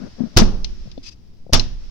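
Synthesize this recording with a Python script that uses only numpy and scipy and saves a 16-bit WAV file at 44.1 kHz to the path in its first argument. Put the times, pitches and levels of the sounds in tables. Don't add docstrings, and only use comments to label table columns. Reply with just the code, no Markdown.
import sys
import numpy as np
from scipy import signal
from scipy.fft import rfft, irfft
from scipy.io import wavfile

SR = 44100
rng = np.random.default_rng(int(sys.argv[2]) if len(sys.argv) > 2 else 0)


def dump_mix(stems):
    frames = np.atleast_2d(stems).T
    limited = np.clip(frames, -1, 1)
    pcm = np.round(limited * 32767).astype(np.int16)
    wavfile.write(sys.argv[1], SR, pcm)


N = 83790

# start_s, air_db, panel_db, crash_db, crash_t60_s, boom_db, treble_db, fittings_db
BANGS = [(0.3641, 2, -2.5, -5, 0.15, -17, -33, -43), (1.5257, -4, -11.5, -8.5, 0.17, -26, -37, -62)]
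# freq_hz, density_db
TREBLE = [(500, -0.5), (1200, -26.5), (1900, -5), (2800, 7), (4000, 6.5), (5500, 10.5), (6400, 1),
          (7500, -22.5), (10000, -35.5), (16000, -36.5)]
SLACK_S = 0.0068
THUD_RISE_S = 0.001
CORRIDOR_RISE_S, TREBLE_T60_S = 0.005, 0.44


def undb(db):
    return 10 ** (np.asarray(db) / 20)


def pan(db):
    return undb(np.array([[db], [-db]]) / 2)


def since(start_s):
    return np.maximum(np.arange(N) / SR - start_s, 0)


def burst(start_s, rise_s, t60_s, hold_s=0):
    return (1 - np.exp(-since(start_s) / rise_s)) * 1000 ** (-since(start_s + hold_s) / t60_s)


def curve(points):
    return undb(np.interp(since(0), *np.array(points).T))


def noise(spectrum, corr):
    hz, db = np.array(spectrum).T
    gain = undb(np.interp(np.log(np.fft.rfftfreq(N, 1 / SR) + 1), np.log(hz), db))
    mid, side = irfft(rfft(rng.standard_normal((2, N))) * gain, N)
    out = np.sqrt(1 + corr) * mid + np.sqrt(1 - corr) * side * np.array([[1], [-1]])
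    return out / out.std()


def ring(start_s, modes):
    age_s = since(start_s)
    return sum(undb(db) * np.sin(2 * np.pi * hz * age_s) * 1000 ** (-age_s / t60_s)
               for hz, db, t60_s in modes)


def thud(start_s, hz, t60_s):
    return np.sin(2 * np.pi * hz * since(start_s)) * burst(start_s, THUD_RISE_S, t60_s)


def lowpass(x, hz):
    return signal.sosfilt(signal.butter(6, hz, fs=SR, output="sos"), x)


def background():
    # freq_hz, density_db
    rumble_spectrum = [(15, 9), (35, -17), (60, 0), (120, -10), (240, -14.5), (400, -25.5), (700, -35),
                       (1500, -45.5), (4000, -47.5), (9000, -58), (16000, -56)]
    hiss_spectrum = [(300, 8.5), (800, 4), (1900, 2), (3000, 2.5), (4200, 3.5), (5400, 8.5), (6300, -1.5),
                     (7500, -13.5), (10000, -23), (16000, -41.5)]
    # time_s, level_db
    hiss_level = [(0, -51.5), (.33, -53), (.6, -54), (.88, -53.5), (.95, -57.5), (1.2, -65), (1.5, -68),
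                  (1.7, -61.5), (1.84, -53), (1.9, -54.5)]
    rumble = undb(-41.5) * noise(rumble_spectrum, corr=0.3) * pan(2.5)
    return rumble + curve(hiss_level) * noise(hiss_spectrum, corr=0.033) * pan(1.5)


def rub():
    # time_s, level_db
    level = [(0, -33.5), (.035, -27.5), (.075, -32), (.115, -68), (.16, -52.5), (.195, -29), (.215, -30.5),
             (.275, -34), (.295, -47), (.36, -39.5), (.4, -105)]
    # freq_hz, density_db
    spectrum = [(60, -18), (140, -3), (235, 3), (330, -9.5), (450, -13.5), (620, -12), (850, -24.5),
                (1600, -26.5), (3000, -49.5), (8000, -65.5)]
    return curve(level) * noise(spectrum, corr=0) * undb([[0], [-22]])


def scrape():
    # time_s, level_db
    level = [(1.027, -68), (1.032, -45.5), (1.058, -45), (1.067, -37.5), (1.078, -42.5), (1.093, -39.5),
             (1.102, -59), (1.126, -49), (1.155, -75.5)]
    # freq_hz, level_db, t60_s
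    modes = [(2580, -6.5, 0.018), (2720, -12.5, .007), (3430, -12.5, 0.0081), (3740, -10.5, .008),
             (4800, -1.5, 0.01), (5036, -1.5, .009), (5750, -5.5, 0.0055), (6235, -9.5, 0.0058)]
    # freq_hz, density_db
    grit_spectrum = [(500, -29.5), (1100, -8.5), (2000, -7), (2600, -2), (4800, 3.5), (6300, -3),
                     (7500, -12), (10000, -26), (14000, -37.5)]
    slips = rng.standard_normal((2, N))
    response = sum((-1) ** k * ring(0, [mode]) for k, mode in enumerate(modes))
    body = signal.fftconvolve(slips, np.gradient(response)[None], axes=1)[:, :N]
    grit = undb(-4.5) * noise(grit_spectrum, corr=0.1)
    return curve(level) * (body / body.std() + grit) * pan(8)


def knocks():
    # start_s, tap_db, ring_db, ring_hz, ring_t60_s
    hits = [(0.2040, -9.5, -4, 239, .07), (0.2170, -37, -8.5, 240, 0.023), (0.2350, -40.5, -8, 230, 0.08),
            (0.266, -34, -20.5, 194, 0.068), (0.492, -25, -13, 222, 0.08),
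            (0.8554, -29.5, -25.5, 200, 0.076), (0.873, -24, -20, 128, 0.045),
            (0.977, -12.5, -21.5, 277, 0.059), (1.4652, -20.5, -25, 166, 0.015),
            (1.4942, -17.5, -25.5, 190, .025), (1.4999, -19.5, -28, 189.5, .025)]
    tap_hz, tap_t60_s = 525, 0.0073
    out = np.zeros(N)
    for start_s, tap_db, ring_db, hz, t60_s in hits:
        out -= undb(ring_db) * thud(start_s, hz, t60_s) + ring(start_s, [(tap_hz, tap_db, tap_t60_s)])
    out = signal.sosfilt(signal.butter(2, 68, "high", fs=SR, output="sos"), out)
    return lowpass(out, hz=727) * undb([[0], [-44]])


def slaps():
    # start_s, thud_db, thud_hz, thud_t60_s, smack_db
    hits = [(0.4135, 13.5, 131.5, .022, -10), (0.4200, 11, 212.6, 0.046, -8)]
    # freq_hz, density_db
    smack_spectrum = [(300, -2), (1000, 0.5), (2200, -1), (3200, -11), (6000, -17.5), (9000, -28),
                      (16000, -31)]
    smack = noise(smack_spectrum, corr=0)
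    out = np.zeros((2, N))
    for start_s, thud_db, hz, t60_s, smack_db in hits:
        out -= undb(thud_db) * thud(start_s, hz, t60_s)
        out += undb(smack_db) * smack * burst(start_s, THUD_RISE_S, t60_s=0.026)
    return out * undb([[0], [-24]])


def latch():
    # start_s, ring_db, crack_db, pitch_ratio, t60_ratio
    clacks = [(0.3701, -2.5, -6.5, 1.22, 0.51), (0.385, -3.5, -10, 1.04, 0.58),
              (0.401, -16, -16.5, 1.5, 0.69), (0.6445, -14, -21, 1.05, 0.34),
              (0.915, -39.5, -37.5, 0.87, 0.84), (0.977, -40, -53, .87, 0.95), (1.533, -8, -5.5, 1.1, 0.86),
              (1.54, -5, -10.5, 0.88, 1.34), (1.553, -16, -24, 0.88, 1.0), (1.5951, -9, -17, 1.026, 0.86)]
    # freq_hz, level_db, t60_s
    modes = [(2780, -19, .035), (2930, -18, .035), (3560, -20, .035), (3900, -16, .04), (4040, -7, .05),
             (4620, -17, .03), (4860, -6, .028), (5150, -16, .03), (5415, -10, .03), (5900, -16, .02)]
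    rise_s, right_lag_s = 0.00083, 0.00023
    crack, room = noise(TREBLE, corr=0.033), noise(TREBLE, corr=0)
    out = np.zeros((2, N))
    for start_s, ring_db, crack_db, pitch_ratio, t60_ratio in clacks:
        metal = np.zeros(N)
        for hz, db, t60_s in modes:
            phase = 2 * np.pi * hz * pitch_ratio * since(start_s) + rng.uniform(0, 2 * np.pi)
            metal += undb(db) * np.sin(phase) * burst(start_s, rise_s, t60_s * t60_ratio)
        right = np.interp(since(0) - right_lag_s, since(0), metal)
        direct = undb(ring_db) * lowpass(np.array([metal, right]), hz=7560)
        direct += undb(crack_db) * crack * burst(start_s, rise_s, t60_s=0.03)
        tail = undb(ring_db - 33) * room * burst(start_s, CORRIDOR_RISE_S, TREBLE_T60_S)
        out += direct * pan(9.5) + tail
    return out


def corridor(k, hit_s, boom_db, treble_db):
    # freq_hz, first_bang_db, second_bang_db
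    boom_spectra = [(50, -12, -7), (78, -17, -9), (104, 0, 7), (160, -2.5, -4), (235, -3.5, -10.5),
                    (400, -8, -9.5), (690, -15, -14), (1200, -20, -19), (1790, -28.5, -18),
                    (4000, -57, -47.5)]
    boom_t60_s = [0.55, 0.49]
    spectrum = [(hz, dbs[k]) for hz, *dbs in boom_spectra]
    boom = burst(hit_s, CORRIDOR_RISE_S, boom_t60_s[k]) * noise(spectrum, corr=0.2)
    treble = burst(hit_s, CORRIDOR_RISE_S, TREBLE_T60_S) * noise(TREBLE, corr=0.05)
    return undb(boom_db) * boom + undb(treble_db) * treble * pan(9)


def pumped_air(start_s, hit_s):
    # freq_hz, density_db
    spectrum = [(12, 1.5), (25, 3.5), (50, -3.5), (75, -21), (150, -30.5), (400, -74.5)]
    push_s, sway_lag_s = 0.009, 0.0115
    sway_hz, sway_db, sway_t60_s = 23.8, -4.5, 0.48
    push = -undb(-3.5) * np.sin(np.pi * np.minimum(since(start_s) / push_s, 1)) ** 2
    sway = ring(start_s + sway_lag_s, [(sway_hz, sway_db, sway_t60_s)])
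    draught = undb(-12.5) * burst(hit_s, rise_s=0.028, t60_s=1.194) * noise(spectrum, corr=0.081)
    return push + sway * pan(-11.5) + draught * pan(-4.5)


def door_ring(k, hit_s, panel_db, fittings_db):
    # freq_hz, first_bang_db, second_bang_db, t60_s
    panel_modes = [(101.7, -11, -5, 0.42), (115.4, -13, -7, 0.23), (163, -23.5, -9.5, 0.12),
                   (189, -14.5, -19, 0.6), (230.5, -21.5, -15.5, .3), (253, -17, -12, 0.41),
                   (351.8, -6.5, -14, 0.25), (485.6, -24, -29, 0.13), (514, -28.5, -45, .2),
                   (569, -20.5, -23, 0.19), (696, -17, -9.5, 0.19), (836, -20.5, -36, 0.27),
                   (890, -22, -16.5, .17), (1100, -15, -22, .17)]
    # freq_hz, level_db, t60_s
    fitting_modes = [(362, -4.5, 1.9), (228.3, -0.5, 1.6), (440, -11.5, .7)]
    right_lag_s = 0.0005
    modes = [(hz, dbs[k], t60_s) for hz, *dbs, t60_s in panel_modes]
    panel = np.array([ring(hit_s, modes), ring(hit_s + right_lag_s, modes)])
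    return undb(panel_db) * panel * pan(3) + undb(fittings_db) * ring(hit_s, fitting_modes) * pan(19)


def frame_crash(start_s, hit_s, t60_s):
    # freq_hz, density_db
    spectrum = [(150, 11.5), (400, 1.5), (900, 3), (1400, -1), (1900, -7), (2800, -3.5), (4000, -3),
                (5500, 3), (6400, -4.5), (7500, -15), (10000, -36.5), (16000, -48)]
    creak = undb(-2.5) * burst(start_s, rise_s=0.006, t60_s=0.057)
    impact = burst(hit_s, rise_s=0.00023, t60_s=t60_s, hold_s=0.004)
    return (creak + impact) * noise(spectrum, corr=0.19) * pan(1.5)


def bangs():
    out = np.zeros((2, N))
    for k, bang in enumerate(BANGS):
        start_s, air_db, panel_db, crash_db, crash_t60_s, boom_db, treble_db, fittings_db = bang
        hit_s = start_s + SLACK_S
        out += undb(air_db) * pumped_air(start_s, hit_s)
        out += door_ring(k, hit_s, panel_db, fittings_db)
        out += undb(crash_db) * frame_crash(start_s, hit_s, crash_t60_s)
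        out += corridor(k, hit_s, boom_db, treble_db)
    return out


def scene():
    return bangs() + slaps() + latch() + knocks() + rub() + scrape() + background()


def record(dry):
    ceiling, knee, top_hz = 0.7, 6.1, 15950
    clipped = dry / (1 + np.abs(dry / ceiling) ** knee) ** (1 / knee)
    return signal.sosfilt(signal.ellip(10, 0.2, 80, top_hz, fs=SR, output="sos"), clipped)


dry = scene()
out = record(dry)
dump_mix(out)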